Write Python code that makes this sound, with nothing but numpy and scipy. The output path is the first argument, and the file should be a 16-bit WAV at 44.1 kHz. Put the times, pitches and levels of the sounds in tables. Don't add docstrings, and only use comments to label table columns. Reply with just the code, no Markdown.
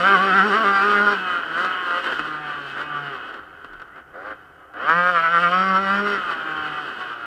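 import sys
import numpy as np
from scipy import signal
from scipy.fft import rfft, irfft
from scipy.io import wavfile
from scipy.ndimage import uniform_filter1d, map_coordinates

SR = 44100
rng = np.random.default_rng(int(sys.argv[2]) if len(sys.argv) > 2 else 0)


def invert_db(level):
    return 10 ** (np.asarray(level, dtype=float) / 20)


def pcm_store(signal):
    levels = np.round(np.clip(np.atleast_2d(signal), -1, 1) * 32767)
    wavfile.write(sys.argv[1], SR, levels.astype(np.int16).T)


N = 320157

# t/s, firing rate f/Hz
GRIP_SPEED = [(0.0, 174.3), (0.32, 182), (0.52, 192.1), (0.69, 199.2), (0.803, 195.5), (0.868, 207.1),
              (1.0, 203.3), (1.122, 205.2), (1.165, 190.3), (1.53, 160.5), (1.63, 184.7), (1.806, 181.7),
              (1.896, 174.6), (2.075, 181.1), (2.17, 149), (2.31, 154.1), (2.569, 144.9), (2.734, 134.2),
              (2.834, 150.3), (3.093, 141), (3.173, 123.4), (3.302, 108.4), (3.712, 80.1), (3.936, 74.7),
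              (4.1, 75.93), (4.28, 108), (4.335, 106.3), (4.495, 87.65), (4.65, 83.76), (4.749, 98.3),
              (4.889, 157.9), (4.969, 174.3), (5.098, 181), (5.198, 163.3), (5.275, 163.2), (5.463, 171.2),
              (5.542, 182.7), (5.652, 191.5), (5.757, 188.5), (5.882, 193.1), (5.922, 198.3),
              (6.061, 205.7), (6.136, 202), (6.196, 183.9), (6.341, 162.5), (6.43, 158), (6.829, 148.9),
              (6.89, 127.6), (7.259, 115.3)]
# slip t/s, grip t/s, full gain f/Hz, time to bite t/s
WHEELSPINS = [(0.019, .135, 20.5, 0.039), (.175, 0.279, 14.4, 0.041), (.32, .366, 16, .043),
              (0.409, 0.484, 24, .03), (.52, .628, 28, 0.02004), (1.001, 1.036, 5.7, 0.034),
              (5.199, 5.236, 4, 0.037), (5.275, 5.33, 6.6, 0.051), (5.375, 5.42, 8, .043),
              (5.759, 5.81, 5.7, .07)]
FLARE_S = 0.048
# t/s, rms level/dB
DRONE_LEVEL = [(0, -36), (.2, -32.5), (.6, -30.5), (.78, -35.5), (1.02, -28), (1.14, -38.5), (1.4, -62),
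               (1.65, -45), (1.9, -75), (2.22, -49), (2.72, -55), (3.08, -48), (3.25, -75), (4.75, -71),
               (4.97, -37.5), (5.27, -43), (5.67, -32), (6.0, -31), (6.14, -35.5), (6.3, -60.5),
               (6.42, -56.5), (6.78, -47), (7.0, -66), (7.26, -62)]

# firing rate f/Hz, then bark, hum, clatter, rasp, sizzle, growl and ring level/dB
POWER_BAND = [(80, -60, -53, -38, -73, -78, -41, -85),
              (106.45, -37.5, -44.5, -32.5, -53.5, -65.5, -43, -75),
              (139.63, -30, -44, -24.5, -40.5, -57, -38, -65),
              (158, -15.5, -28.5, -34.5, -36, -47, -31.5, -56.5),
              (183.5, -17.5, -29, -32.5, -36, -44, -35.5, -51),
              (211, -20.5, -25.5, -29.5, -43, -46.5, -46.5, -50.5)]
# open t/s, shut t/s, then gain on all layers, on clatter, on sizzle level/dB
THROTTLE_TWISTS = [(-.1, 1.125, 0.5, 0, 0), (1.55, 1.66, -10.5, 14.5, 9), (2.74, 2.83, -7, 3, 8),
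                   (4.125, 4.31, -0.5, -1.5, 3.5), (4.73, 6.14, -1.5, -3, -2.5)]
OPEN_S, SHUT_S = 0.025, 0.035
# from t/s, to t/s, full loss level/dB
STUMBLE_LOSS = [(-.03, .02, 11), (.16, .17, 15), (.29, .32, 4), (.46, .49, 8.5), (.57, .6, 3),
                (.85, .93, 3.5), (1.02, 1.05, 6), (4.92, 4.94, 2.5), (5.1, 5.125, 9), (5.2, 5.21, 9.5),
                (5.27, 5.31, 4), (5.38, 5.41, 10), (5.48, 5.5, 19), (6.07, 6.14, 8)]
HUM_STUMBLE = 0.16
# t/s, then firing strength, clatter and rasp level/dB
COASTING = [(1.15, -34, -26.5, -36.5), (1.28, -23.5, -28.5, -37), (1.45, -34.5, -30, -41.5),
            (1.7, -28, -26.5, -36.5), (1.9, -29.5, -30, -39), (2.17, -44, -28, -36.5),
            (2.32, -29.5, -32, -42), (2.5, -30.5, -33.5, -43.5), (2.7, -38, -36, -43),
            (2.95, -31, -33, -43.5), (3.1, -32.5, -36, -45), (3.22, -45, -35.5, -46), (3.37, -44, -36, -48),
            (3.41, -50, -43.5, -58.5), (3.6, -61.5, -44, -59), (4.0, -67.5, -44, -63),
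            (4.05, -59, -51, -69), (4.36, -60, -45.5, -61), (4.7, -57, -50.5, -68),
            (4.95, -51.5, -43.5, -56.5), (6.17, -31, -26.5, -39), (6.4, -32.5, -31, -42),
            (6.64, -28, -30, -40), (6.83, -35.5, -32, -41.5), (6.97, -52, -32.5, -43),
            (7.01, -33, -33, -41.5), (7.26, -37.5, -38.5, -48)]
# from t/s, to t/s, full firing gain and noise gain level/dB
CATCHING = [(1.905, 1.99, 8, 2), (2.04, 2.13, 12, 2), (2.185, 2.2, 12, 2), (3.555, 3.57, 7, 0),
            (3.63, 3.655, 3, 3), (3.8, 3.825, 10, -1), (3.94, 3.99, 19, 2), (6.29, 6.32, 0.5, 2),
            (6.76, 6.785, 6, 0.5)]
EDGE_S = 0.027
HUM_LAW = (-22.5, .55)
SIZZLE_LAW = (-10.5, 1.052)

# f/Hz, relative level/dB
BARK_COLOUR = [(600, -37.5), (900, -11.5), (1050, 0), (1200, 8.5), (1400, 7), (1600, 2.5), (1720, -6.5),
               (1900, -3.5), (2200, -12.5), (2500, -14.5)]
HUM_COLOUR = [(200, -47), (300, -4.5), (350, -13.5), (405, -0.5), (450, -14.5), (525, -4), (610, -13.5),
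              (730, -3.5), (800, -7.5), (900, -12.5), (1100, -57)]
CLATTER_COLOUR = [(90, -51), (200, -17.5), (310, -9), (420, -11.5), (630, -15.5), (850, -16), (1040, -8.5),
                  (1250, -3), (1500, 2.5), (1700, -8.5), (1950, -12.5), (2300, -23), (2800, -52.5)]
RASP_COLOUR = [(1900, -38.5), (2150, -23), (2380, -17.5), (2550, 8.5), (2730, -2), (2900, 8), (3170, 5.5),
               (3320, -5.5), (3800, -39.5)]
SIZZLE_COLOUR = [(3000, -34), (3500, -2.5), (3900, -6), (4200, -6.5), (4700, -7.5), (5100, -15),
                 (5460, -13), (6000, -20.5), (6600, -20.5), (7000, -22), (8000, -20), (10000, -29),
                 (12000, -30.5), (15500, -44.5)]
GROWL_COLOUR = [(300, -44), (430, -5), (520, 6.5), (640, -3.5), (760, 0), (900, -31), (1100, -48)]
RING_COLOUR = [(4200, -38), (4350, -4.5), (4500, -22), (4740, -4), (4950, -25.5), (5300, -20), (5470, 1),
               (5650, -23.5), (6000, -47.5)]
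PIPE_COLOUR = [(600, -41), (680, -2), (730, 1), (790, -9), (900, -40)]
PIPE_DB = -16.5
WIND_COLOUR = [(15, -11.5), (30, 0), (50, -1.5), (72, 4), (100, -5.5), (150, 3), (300, -21)]

# t/s, rms level/dB
GUST_LEVEL = [(0.0, -57.5), (5.42, -62), (5.98, -52.5), (7.26, -61.5)]
# centre t/s, envelope peak level/dB
WIND_THUDS = [(.36, -51), (.73, -49), (2.22, -53), (3.719, -51), (3.78, -52)]
THUD_HZ, THUD_S = 30, 0.035
# t/s, click strength level/dB before gain and colour
LONE_POPS = [(1.577, -21), (1.647, -9.5), (1.907, -15.5), (2.042, -11), (2.067, -14), (2.122, -12.5),
             (2.193, -11.5), (2.501, -30), (2.813, -17.5), (3.341, -22), (3.39, -32), (3.645, -24.5),
             (3.732, -28.5), (3.797, -28), (3.817, -25.5), (3.88, -44), (3.96, -34), (3.979, -35),
             (4.14, -39), (4.737, -30), (4.894, -11.5)]
# from t/s, to t/s, from f/Hz, to f/Hz, peak level/dB before its wander
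SQUEAK_SWEEP = (3.88, 4, 1547, 2201, -50)
HISS_DB = -71.5
MIRROR_HZ, MIRROR_DB = 16000, -53
TOP_HZ = 15000


def curves(table):
    s, *columns = np.transpose(table)
    return [np.interp(np.arange(N) / SR, s, c) for c in columns]


def spans(table, rise, fall):
    start, end, *columns = np.transpose(table)[:, :, None]
    t = np.arange(N) / SR
    rising = (t - start) / rise
    falling = 1 + (end - t) / fall
    return np.clip(np.minimum(rising, falling), 0, 1), *columns


def unit(x):
    return x / np.sqrt(np.mean(x ** 2))


def response(points, size=2048):
    hz, db = np.transpose(points)
    grid = np.maximum(np.arange(size // 2 + 1) * SR / size, 1)
    grid_db = np.interp(np.log(grid), np.log(hz), db, left=-80, right=-80)
    cepstrum = irfft(np.log(invert_db(grid_db)))
    cepstrum[1:size // 2] *= 2
    cepstrum[size // 2 + 1:] = 0
    h = irfft(np.exp(rfft(cepstrum)))
    return h / np.sqrt(np.sum(h ** 2))


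def colour(x, points):
    return signal.fftconvolve(x, response(points))[:N]


def walk(rate):
    k = int(SR / rate)
    held = np.repeat(rng.standard_normal(N // k + 1), k)
    slewed = uniform_filter1d(uniform_filter1d(held, k), k)
    return unit(slewed[:N])


def firings(turn, hz, late, scatter_db):
    chance = rng.standard_normal((int(turn[-1]), 2))
    fired = np.arange(len(chance)) + 0.5 + late * chance[:, 0]
    at = np.interp(fired, turn, np.arange(N - 1., step=1 - 1 / N))
    i = np.minimum(at.astype(int), N - 2)
    size = invert_db(scatter_db * chance[:, 1]) * np.sqrt(SR / hz[i])
    return np.bincount(i, size * (1 + i - at), N) + np.bincount(i + 1, size * (at - i), N)


def repeating(turn, turns, size=128):
    pattern = rng.standard_normal((int(turn[-1] / turns) + 3, size))
    place = [turn / turns, turn % 1 * size]
    return unit(map_coordinates(pattern, place, order=1, mode="grid-wrap"))


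def gated(turn, decay, floor):
    flare = floor + np.exp(-((turn + 0.5) % 1) / decay)
    return unit(flare * rng.standard_normal(N))


def speed():
    shape, gain, _ = spans(WHEELSPINS, FLARE_S, np.array(WHEELSPINS)[:, -1:])
    return curves(GRIP_SPEED)[0] + (shape * gain).sum(0)


def levels(hz):
    shape, fire_db, noise_db = spans(CATCHING, EDGE_S, EDGE_S)
    calm, noise, rasp = curves(COASTING)
    fire = calm + (shape * fire_db).sum(0)
    lift = (shape * noise_db).sum(0)
    hum = HUM_LAW[0] + HUM_LAW[1] * fire
    sizzle = SIZZLE_LAW[0] + SIZZLE_LAW[1] * rasp + 1.57 * lift
    coast = [fire, hum, noise + lift, rasp + lift, sizzle, -90, -90]

    shape, loss_db = spans(STUMBLE_LOSS, EDGE_S, EDGE_S)
    loss = (shape * loss_db).sum(0)
    shape, open_db, clatter_db, sizzle_db = spans(THROTTLE_TWISTS, OPEN_S, SHUT_S)
    opening = (shape * invert_db(open_db)).sum(0)
    ragged = (shape * clatter_db).sum(0)
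    bright = (shape * sizzle_db).sum(0)
    change = [-loss, -HUM_STUMBLE * loss, ragged, 0, bright, -HUM_STUMBLE * loss, 0]

    at, *columns = np.transpose(POWER_BAND)
    pull = [opening * invert_db(np.interp(hz, at, c) + d) for c, d in zip(columns, change)]
    both = [20 * np.log10(np.hypot(p, invert_db(c))) for p, c in zip(pull, coast)]
    return both + [calm + PIPE_DB]


def engine():
    hz = speed()
    bark_db, hum_db, clatter_db, rasp_db, sizzle_db, growl_db, ring_db, pipe_db = levels(hz)
    turn = np.cumsum(hz) / SR
    drone = invert_db(curves(DRONE_LEVEL)[0] + 2.2 * walk(16)) * np.sqrt(2) * np.sin(2 * np.pi * turn)

    blow = firings(turn, hz, late=0.0047, scatter_db=0.93)
    shudder = repeating(turn, turns=15)
    sputter = invert_db(1.1 * walk(32))
    pull = np.clip(0.88 + (bark_db + 22) / 50, 0.7, 0.88)
    bark = colour(invert_db(bark_db) * sputter * (pull * blow + 0.44 * shudder), BARK_COLOUR)

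    misfire = np.clip((-36 - hum_db) / 18, 0, 0.95)
    orders = 0.59 * blow + 0.31 * repeating(turn, turns=25)
    broken = np.sqrt(1 - misfire ** 2) * orders + misfire * rng.standard_normal(N)
    hum = colour(invert_db(hum_db) * broken, HUM_COLOUR)

    clatter = colour(invert_db(clatter_db) * sputter * gated(turn, decay=0.9, floor=1.0), CLATTER_COLOUR)

    clean = 0.28 + 0.44 / np.sqrt(1 + invert_db(2 * (clatter_db - bark_db)))
    pitched = 0.23 * blow + 0.68 * shudder
    noisy = gated(turn, decay=0.57, floor=1.0)
    gas = sputter * (clean * pitched + np.sqrt(1 - clean ** 2) * noisy)
    rasp = colour(invert_db(rasp_db) * gas, RASP_COLOUR)
    sizzle = colour(invert_db(sizzle_db + 1.0 * walk(16)) * gas, SIZZLE_COLOUR)
    ring = colour(invert_db(ring_db + 2.0 * walk(7)) * gas, RING_COLOUR)

    growl = colour(invert_db(growl_db) * sputter * blow, GROWL_COLOUR)
    pipe = colour(invert_db(pipe_db) * blow, PIPE_COLOUR)
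    return drone + growl + pipe + ring + bark + hum + clatter + rasp + sizzle


def wind():
    gust_db, = curves(GUST_LEVEL)
    return invert_db(gust_db + 0.75 * walk(9.7)) * colour(rng.standard_normal(N), WIND_COLOUR)


def thuds():
    s, db = np.transpose(WIND_THUDS)[:, :, None]
    t = np.arange(N) / SR - s
    return (invert_db(db) * np.exp(-(t / THUD_S) ** 2) * np.sin(2 * np.pi * THUD_HZ * t)).sum(0)


def pops():
    s, db = np.transpose(LONE_POPS)
    hits = np.bincount((s * SR).astype(int), invert_db(db), N)
    decay = np.exp(-1 / (0.0085 * SR))
    puff = signal.lfilter([1], [1, -decay], hits) * rng.standard_normal(N)
    burst = 3 * hits + 0.43 * puff
    body = colour(burst, CLATTER_COLOUR)
    return body + invert_db(-15.5) * colour(burst, RASP_COLOUR) + invert_db(-24) * colour(burst, SIZZLE_COLOUR)


def squeak():
    start, end, low_hz, high_hz, db = SQUEAK_SWEEP
    part = np.clip((np.arange(N) / SR - start) / (end - start), 0, 1)
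    hz = low_hz + (high_hz - low_hz) * np.sin(part * np.pi / 2)
    swell = np.sqrt(np.sin(np.pi * part) ** 2)
    return invert_db(db + 3.0 * walk(60)) * swell * np.sin(2 * np.pi * np.cumsum(hz) / SR)


def scene():
    return (engine() + wind() + thuds() + pops() + squeak())[None]


def roll_off(x):
    return signal.sosfilt(signal.butter(12, 15700, fs=SR, output="sos"), x)


def record(dry):
    slope = np.sin(np.pi * 1400 / SR) * 2
    steep = np.diff(np.pad(dry, ((0, 0), (2, 0))), n=2) / slope ** 2
    mirror = invert_db(MIRROR_DB) * 2 * steep * np.cos(2 * np.pi * MIRROR_HZ * np.arange(N) / SR)
    wet = dry + mirror + invert_db(HISS_DB) * rng.standard_normal(dry.shape)
    top_cut = signal.butter(12, TOP_HZ, fs=SR, output="sos")
    return roll_off(signal.sosfilt(top_cut, wet))


dry = scene()
out = record(dry)
pcm_store(out)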